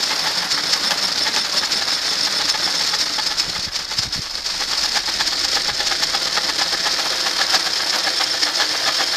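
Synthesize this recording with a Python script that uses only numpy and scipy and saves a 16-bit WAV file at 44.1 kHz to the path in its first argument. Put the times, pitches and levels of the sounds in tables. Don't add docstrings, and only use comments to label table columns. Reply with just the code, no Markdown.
import sys
import numpy as np
from scipy import signal
from scipy.fft import rfft, irfft
from scipy.io import wavfile
from scipy.ndimage import uniform_filter1d

SR = 44100
rng = np.random.default_rng(int(sys.argv[2]) if len(sys.argv) > 2 else 0)


def materialize(psi):
    bounded = np.clip(np.atleast_2d(psi).T, -1, 1)
    quanta = np.round(bounded * 32767).astype(np.int16)
    wavfile.write(sys.argv[1], SR, quanta)


N = 403956
TIME_S = np.arange(N) / SR
ROOM_T60_S, CUTOFF_HZ = 0.15, 14250
START_TURNS, PINCH_TURNS, SQUEAL_TURNS = .27, .57, .74

# (time [s], speed [turns/s])
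SCREW_SPEED = [(0.0, 6.351), (0.6, 6.442), (0.8, 5.723), (1.8, 5.388), (2.0, 6.77), (2.8, 7.74),
               (4.0, 8.587), (4.8, 8.559), (5.6, 8.11), (5.8, 8.955), (6.4, 8.554), (7.4, 6.911),
               (7.6, 8.01), (7.8, 7.437), (8.6, 7.38), (9.16, 7.81)]
# (time [s], spout share [0-1])
SPOUT_SHARE = [(2.8, 0.011), (6.9, 0.67), (7.6, 0.96)]
# (time [s], rumble [dB], tube resonance [Hz], pouring [dB])
PERSPECTIVE = [(0, -28.5, 874.5, -30.5), (2.6, -28.5, 858, -34), (3.2, -31, 852, -38),
               (3.7, -34.5, 850, -39.5), (4.35, -38, 851, -39.5), (4.7, -33.5, 807, -35),
               (5.5, -28.5, 815, -45), (6.5, -28.5, 831, -34.5), (7.5, -28, 781.6, -31.5),
               (9.16, -28, 817, -34.5)]
# (time [s], level [dB], rise at pinch [dB], rise at scrape [dB])
GRIT_LOAD = [(0, -19.1, 1.3, 3), (1.3, -17, 1.1, -2.5), (2.2, -17, 2, 0), (2.8, -16.5, 0, -1.5),
             (3.4, -20.5, 1.5, 0.5), (4.1, -23, -2.5, 1.5), (4.4, -18.5, -0.7, -1), (4.9, -23.5, 5, 14),
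             (5.4, -16.5, 0.5, -1.5), (5.9, -19.5, 2.2, 4), (6.6, -20, 2.1, 4.5), (9.16, -15.5, -1, -3.5)]
# (time [s], grinding drop [dB])
FREE_RUNS = [(.46, 4.5), (1.48, 2.5), (1.685, 7), (2.53, 6.5), (3.35, -2), (3.698, 10), (3.87, 4),
             (4.075, 2.5), (4.29, 6), (4.415, 7), (5.05, 4.5), (5.745, 5.5), (8.51, 5)]

# (time [s], relative level [dB])
DRAUGHT_LEVEL = [(0, -56), (3, -53), (3.5, -45), (5.4, -44.5), (5.75, -43), (6.5, -49.5), (9.16, -63)]
RUB_LEVEL = [(0, -19), (.7, -23), (1.6, -24.5), (2.25, -25), (2.45, -17.5), (3, -28), (3.3, -21),
             (3.65, -30.5), (4.4, -30.5), (4.8, -21), (6, -20), (7.3, -21.5), (9.16, -23)]
SQUEAL_LEVEL = [(0, -26), (.9, -18.5), (2, -19), (2.8, -20), (3.5, -33), (3.85, -42), (7.2, -28),
                (8.2, -21), (9.16, -22.5)]

# (time [s], relative level [dB])
MIC_BUMPS = [(3.477, -25.5), (3.502, -36), (3.588, -28.5), (3.675, -28), (3.992, -23), (4.057, -31),
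             (4.075, -26), (4.159, -30), (4.191, -21), (5.723, -32)]
METAL_CLACKS = [(0.908, -5), (1.363, -4), (1.907, -14), (2.875, -12), (6.809, -13)]
SCREW_BINDS = [(.271, -25), (1.275, -25), (1.373, -23.5), (4.971, -23.5), (6.616, -26.5), (6.868, -22),
               (7.412, -23.5), (7.545, -18.5), (8.48, -24.5), (8.614, -19), (8.882, -20.5), (9.008, -21.5)]
GRAIN_CRUNCHES = [(.039, -21), (.738, -21), (1.085, -24.5), (1.658, -23), (1.726, -23.5), (2.135, -23),
                  (2.499, -17.5), (2.756, -24), (2.875, -22), (3.019, -24.5), (3.401, -22.5), (3.65, -26.5),
                  (3.765, -22.5), (3.991, -23.5), (4.47, -24.5), (5.278, -22.5), (5.449, -21.5),
                  (5.556, -19), (6.039, -19), (7.557, -20.5)]

# (frequency [Hz], relative gain [dB])
SAND_SPECTRUM = [(150, -20), (800, 6), (5000, -6), (8000, -16), (10000, -15), (14000, -18)]
TUBE_SPECTRUM = [(40, -16.5), (150, -14), (270, -7.5), (420, -3), (600, -2.5), (1020, -8.5), (1350, 2.5),
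                 (2100, 1.5), (2600, -10), (4000, 2.5), (12000, -36.5)]
SCRAPE_SPECTRUM = [(100, -14.5), (350, -0.5), (750, 2.5), (1800, 5), (2600, -1.5), (4600, 5),
                   (10000, -24.5), (14000, -19)]
STEEL_SPECTRUM = [(300, -29.5), (1000, -10), (2600, -7), (3300, -7.5), (4450, 3), (5300, 6), (5800, -3),
                  (7100, -7.5), (7900, -16), (8800, -17), (9600, -26), (11200, -29), (12200, -21.5),
                  (14200, -34)]

# (frequency [Hz], width [Hz], relative gain [dB])
HOPPER_END_MODES = [(102, 8.1, 14), (173, 33, 14.5), (222, 37, -1), (286.5, 17.5, 6.5), (560, 65, -2.5),
                    (3420, 56, 3)]
SPOUT_END_MODES = [(106, 28, 7.5), (176, 16, 10.2), (303.6, 6, 12.8), (338, 21, 9.9), (521, 13, 6.1),
                   (659, 13, 11), (1770, 105, 0.5), (3190, 85, 10.2)]
WALL_MODES = [(1247, 130, 0.5), (1702, 83, 5.5), (2094, 130, -1), (3360, 150, 4)]
CASING_MODES = [(3750, 130, -15), (4370, 140, -10.5), (4630, 110, -13), (5100, 210, -8), (8580, 120, -25)]
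CRACK_MODES = [(3040, 320, 4.9)]


def from_db(db):
    return 10 ** (np.asarray(db) / 20)


def unit_rms(x):
    return x / np.sqrt(np.mean(x ** 2) + 1e-20)


def curves(table):
    times_s, *columns = np.transpose(table)
    return [np.interp(TIME_S, times_s, column) for column in columns]


def impulses(events):
    clicks = np.zeros(N)
    for time_s, db in events:
        clicks[int(time_s * SR)] = from_db(db)
    return clicks


def swells(times_s, heights, width_s):
    peaks = np.zeros(N)
    peaks[(np.asarray(times_s) * SR).astype(int)] = heights
    t = np.arange(-SR // 2, SR // 2) / SR
    return np.abs(signal.fftconvolve(peaks, np.exp(-np.pi * (t / width_s) ** 2), "same"))


def drift(rate_hz):
    r = np.exp(-40 * np.pi * rate_hz / SR)
    slow = signal.lfilter([1], [1, -2 * r, r * r], rng.standard_normal(N // 20 + 4002))[4000:]
    return np.interp(np.arange(N) / 20, np.arange(len(slow)), unit_rms(slow))


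def flutter(rate_hz, span_s=0.046):
    wander = drift(rate_hz)
    quick = wander - uniform_filter1d(wander, int(span_s * SR))
    return unit_rms(np.tanh(.5 * unit_rms(quick)))


def band_noise(low_hz, high_hz):
    band = signal.butter(2, [low_hz, high_hz], "band", fs=SR, output="sos")
    return unit_rms(signal.sosfilt(band, rng.standard_normal(N)))


def grains(per_s, spread_db):
    sizes = from_db(spread_db * np.minimum(rng.exponential(1, N), 4)) * rng.choice([-1, 1], N)
    return unit_rms(sizes * (rng.random(N) < per_s / SR))


def resonance(x, hz, width_hz):
    r = np.exp(-np.pi * width_hz / SR)
    feedback = [1, -2 * r * np.cos(2 * np.pi * hz / SR), r * r]
    return signal.lfilter(np.array([1, 0, -1]) * (1 - r * r) / 2, feedback, x + 1e-18)


def moving_resonance(x, hz, width_hz):
    carrier = np.exp(2j * np.pi * np.cumsum(hz) / SR)
    r = np.exp(-np.pi * width_hz / SR)
    return 2 * np.real(carrier * signal.lfilter([1 - r], [1, -r], x / carrier + 1e-18))


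def body(x, spectrum, modes=(), size=8192):
    hz, db = np.transpose(spectrum)
    bins_hz = np.linspace(1, SR / 2, size // 2 + 1)
    magnitude = from_db(np.interp(np.log(bins_hz), np.log(hz), db))
    cepstrum = irfft(np.log(magnitude))
    response = irfft(np.exp(rfft(2 * cepstrum[:size // 2], size)))
    response += sum(from_db(gain_db) * resonance(response, mode_hz, width_hz)
                    for mode_hz, width_hz, gain_db in modes)
    return signal.oaconvolve(x, response / np.linalg.norm(response))[:N]


def screw_turns():
    return START_TURNS + np.cumsum(curves(SCREW_SPEED)[0]) / SR


def pass_times_s(place_turns):
    turns = screw_turns()
    passes = np.arange(np.ceil(turns[0] - place_turns), turns[-1] - place_turns) + place_turns
    return np.interp(passes, turns, TIME_S)


def workshop(x, wet_db=-13, size=16384):
    t = np.arange(size) / SR
    tails = rng.standard_normal((4, size)) * from_db(-60 * t / ROOM_T60_S) * (t > .004)
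    weights = np.array([drift(0.87) for _ in tails])
    weights /= np.linalg.norm(weights, axis=0)
    reflections = sum(weight * signal.oaconvolve(x, tail / np.linalg.norm(tail))[:N]
                      for weight, tail in zip(weights, tails))
    return x + from_db(wet_db) * reflections


def handling(thud_hz=85, width_hz=110, rustle_db=-10, rustle_s=0.032):
    thuds = resonance(impulses(MIC_BUMPS), thud_hz, width_hz) * SR / (np.pi * width_hz)
    thuds = signal.sosfilt(signal.butter(2, 260, fs=SR, output="sos"), thuds)
    draught = from_db(curves(DRAUGHT_LEVEL)[0]) * band_noise(15, 60)
    times_s, bump_db = np.transpose(MIC_BUMPS)
    rustle = swells(times_s, from_db(bump_db + rustle_db), rustle_s) * band_noise(40, 220)
    return from_db(1.5) * thuds + rustle + draught


def pouring(level_db, flicker_db=3.5):
    flicker = from_db(level_db + flicker_db * drift(20.5))
    return flicker * body(grains(per_s=20000, spread_db=0.5), SAND_SPECTRUM)


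def rumbling(level_db, tube_hz, churn_db=3.0):
    at_spout = curves(SPOUT_SHARE)[0]
    churn = from_db(level_db + churn_db * flutter(41))
    rumble = 0
    for share, modes in [(1 - at_spout, HOPPER_END_MODES), (at_spout, SPOUT_END_MODES)]:
        impacts = grains(per_s=6000, spread_db=2.0) * churn
        rumble += body(impacts * np.sqrt(share), TUBE_SPECTRUM, modes)
    return rumble + from_db(-6) * moving_resonance(rumble, tube_hz, width_hz=90)


def clacking(rattle_s=0.0014):
    decay = signal.lfilter([1], [1, -np.exp(-1 / (rattle_s * SR))], impulses(METAL_CLACKS) + 1e-18)
    return from_db(2.5) * body(decay * rng.choice([-1, 1], N), STEEL_SPECTRUM)


def squealing(low_hz=4980, rise_hz=340, length_s=0.033, lag_turns=0.0797, casing_db=-11):
    times_s = pass_times_s(SQUEAL_TURNS)
    level_db = np.interp(times_s, *np.transpose(SQUEAL_LEVEL))
    envelope = swells(times_s, from_db(level_db), length_s)
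    grip = np.cos(np.pi * (screw_turns() - SQUEAL_TURNS - lag_turns)) ** 2
    pitch_hz = low_hz + rise_hz * grip + 72 * drift(170)
    stutter = from_db(5 * flutter(70))
    note = unit_rms(np.sin(2 * np.pi * np.cumsum(pitch_hz) / SR) * stutter)
    slips = rng.standard_normal(N)
    overtones = unit_rms(resonance(slips, 8770, 110) + from_db(-5) * resonance(slips, 9400, 110))
    casing = from_db(casing_db) * unit_rms(resonance(slips, 3520, 70))
    return envelope * (note + casing + from_db(-20) * overtones)


def wall_pressure(stroke_s=.0165, bind_s=0.036, spread_db=2):
    times_s = pass_times_s(0)
    rub_db = np.interp(times_s, *np.transpose(RUB_LEVEL))
    rub_db += spread_db * rng.standard_normal(len(times_s))
    strokes = swells(times_s, from_db(rub_db) ** 2, stroke_s)
    bind_times_s, bind_db = np.transpose(SCREW_BINDS)
    binds = swells(bind_times_s, from_db(bind_db) ** 2, bind_s)
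    return np.sqrt(strokes + binds)


def scraping(tube_hz, judder_db=2.0, overtone_ratio=2.14, grit_db=-2.5):
    spout_weight = curves(SPOUT_SHARE)[0] ** 2
    pressure = wall_pressure()
    slips = unit_rms(grains(per_s=7000, spread_db=2.5) * from_db(judder_db * flutter(110)))
    rasp = body(slips * pressure, SCRAPE_SPECTRUM, WALL_MODES)
    rasp += spout_weight * resonance(rasp, 615, 160)
    cracks = grains(per_s=1500, spread_db=3.0) * pressure
    grit = from_db(grit_db) * body(cracks, STEEL_SPECTRUM, CRACK_MODES)
    phase = 2 * np.pi * np.cumsum(tube_hz + 26 * drift(45)) / SR
    low_note = np.sin(phase) * from_db(-.5 - 5 * spout_weight + 2.5 * flutter(50))
    high_note = np.sin(overtone_ratio * phase) * from_db(-5.5 + 2.5 * flutter(50))
    singing = pressure * np.tanh(pressure / from_db(-22))
    return from_db(1.1) * rasp + grit + singing * (low_note + high_note)


def crumbs(grind_db, chance=.25, offset_db=-7.5, spread_db=1.9, scatter_s=.01):
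    times_s = np.concatenate([pass_times_s(0), pass_times_s(PINCH_TURNS)])
    scatter, size = rng.standard_normal((len(times_s), 2)).T
    level_db = np.interp(times_s, TIME_S, grind_db) + offset_db + spread_db * size
    caught = rng.random(len(times_s)) < chance
    return np.column_stack([times_s + scatter_s * scatter, level_db])[caught]


def crunching(grind_db, rise_s=0.013, fall_s=0.0051):
    bursts = np.zeros(N)
    for time_s, db in [*GRAIN_CRUNCHES, *crumbs(grind_db)]:
        near = np.abs(TIME_S - time_s) < .1
        t = TIME_S[near] - time_s
        bursts[near] += from_db(db) * np.exp(-np.maximum(-t / rise_s, t / fall_s))
    return from_db(8.5) * body(bursts * grains(per_s=12000, spread_db=-2.0), STEEL_SPECTRUM)


def grit_load_db(waver_db=1.0, squeeze_turns=0.51):
    level_db, pinch_db, scrape_db = curves(GRIT_LOAD)
    turns = screw_turns()
    pinch = np.cos(2 * np.pi * (turns - PINCH_TURNS))
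    squeeze = np.exp(-np.pi * ((turns - np.round(turns)) / squeeze_turns) ** 2)
    waver = flutter(12.2, span_s=0.063)
    slack_db = swells(*np.transpose(FREE_RUNS), width_s=0.063)
    return level_db + pinch_db * pinch + scrape_db * squeeze + waver_db * waver - slack_db


def grinding(level_db, chatter_db=2.5, chatter_hz=90):
    chatter = unit_rms(from_db(chatter_db * flutter(chatter_hz)))
    crush = body(grains(per_s=7000, spread_db=2.5) * chatter, STEEL_SPECTRUM)
    ringing = 0
    for hz, width_hz, db in CASING_MODES:
        coupling = from_db(6 * flutter(45))
        drive = rng.standard_normal(N) * chatter * coupling
        ringing += from_db(db) * unit_rms(resonance(drive, hz, width_hz))
    return from_db(level_db - 5.0) * (crush + ringing)


def scene(rumble_follow=0.82, stream_follow=.35):
    grind_db = grit_load_db()
    rumble_db, tube_hz, sand_db = curves(PERSPECTIVE)
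    swing_db = grind_db - uniform_filter1d(grind_db, SR // 2)
    steel = grinding(grind_db) + crunching(grind_db) + clacking() + squealing()
    tube = rumbling(rumble_db + rumble_follow * swing_db, tube_hz) + scraping(tube_hz)
    stream = pouring(sand_db + stream_follow * swing_db)
    return (workshop(steel + tube + stream) + handling())[None]


def record(dry):
    rounded = 1.364 * np.tanh(dry / 1.655)
    return signal.sosfilt(signal.ellip(12, .1, 90, CUTOFF_HZ, fs=SR, output="sos"), rounded)


dry = scene()
out = record(dry)
materialize(out)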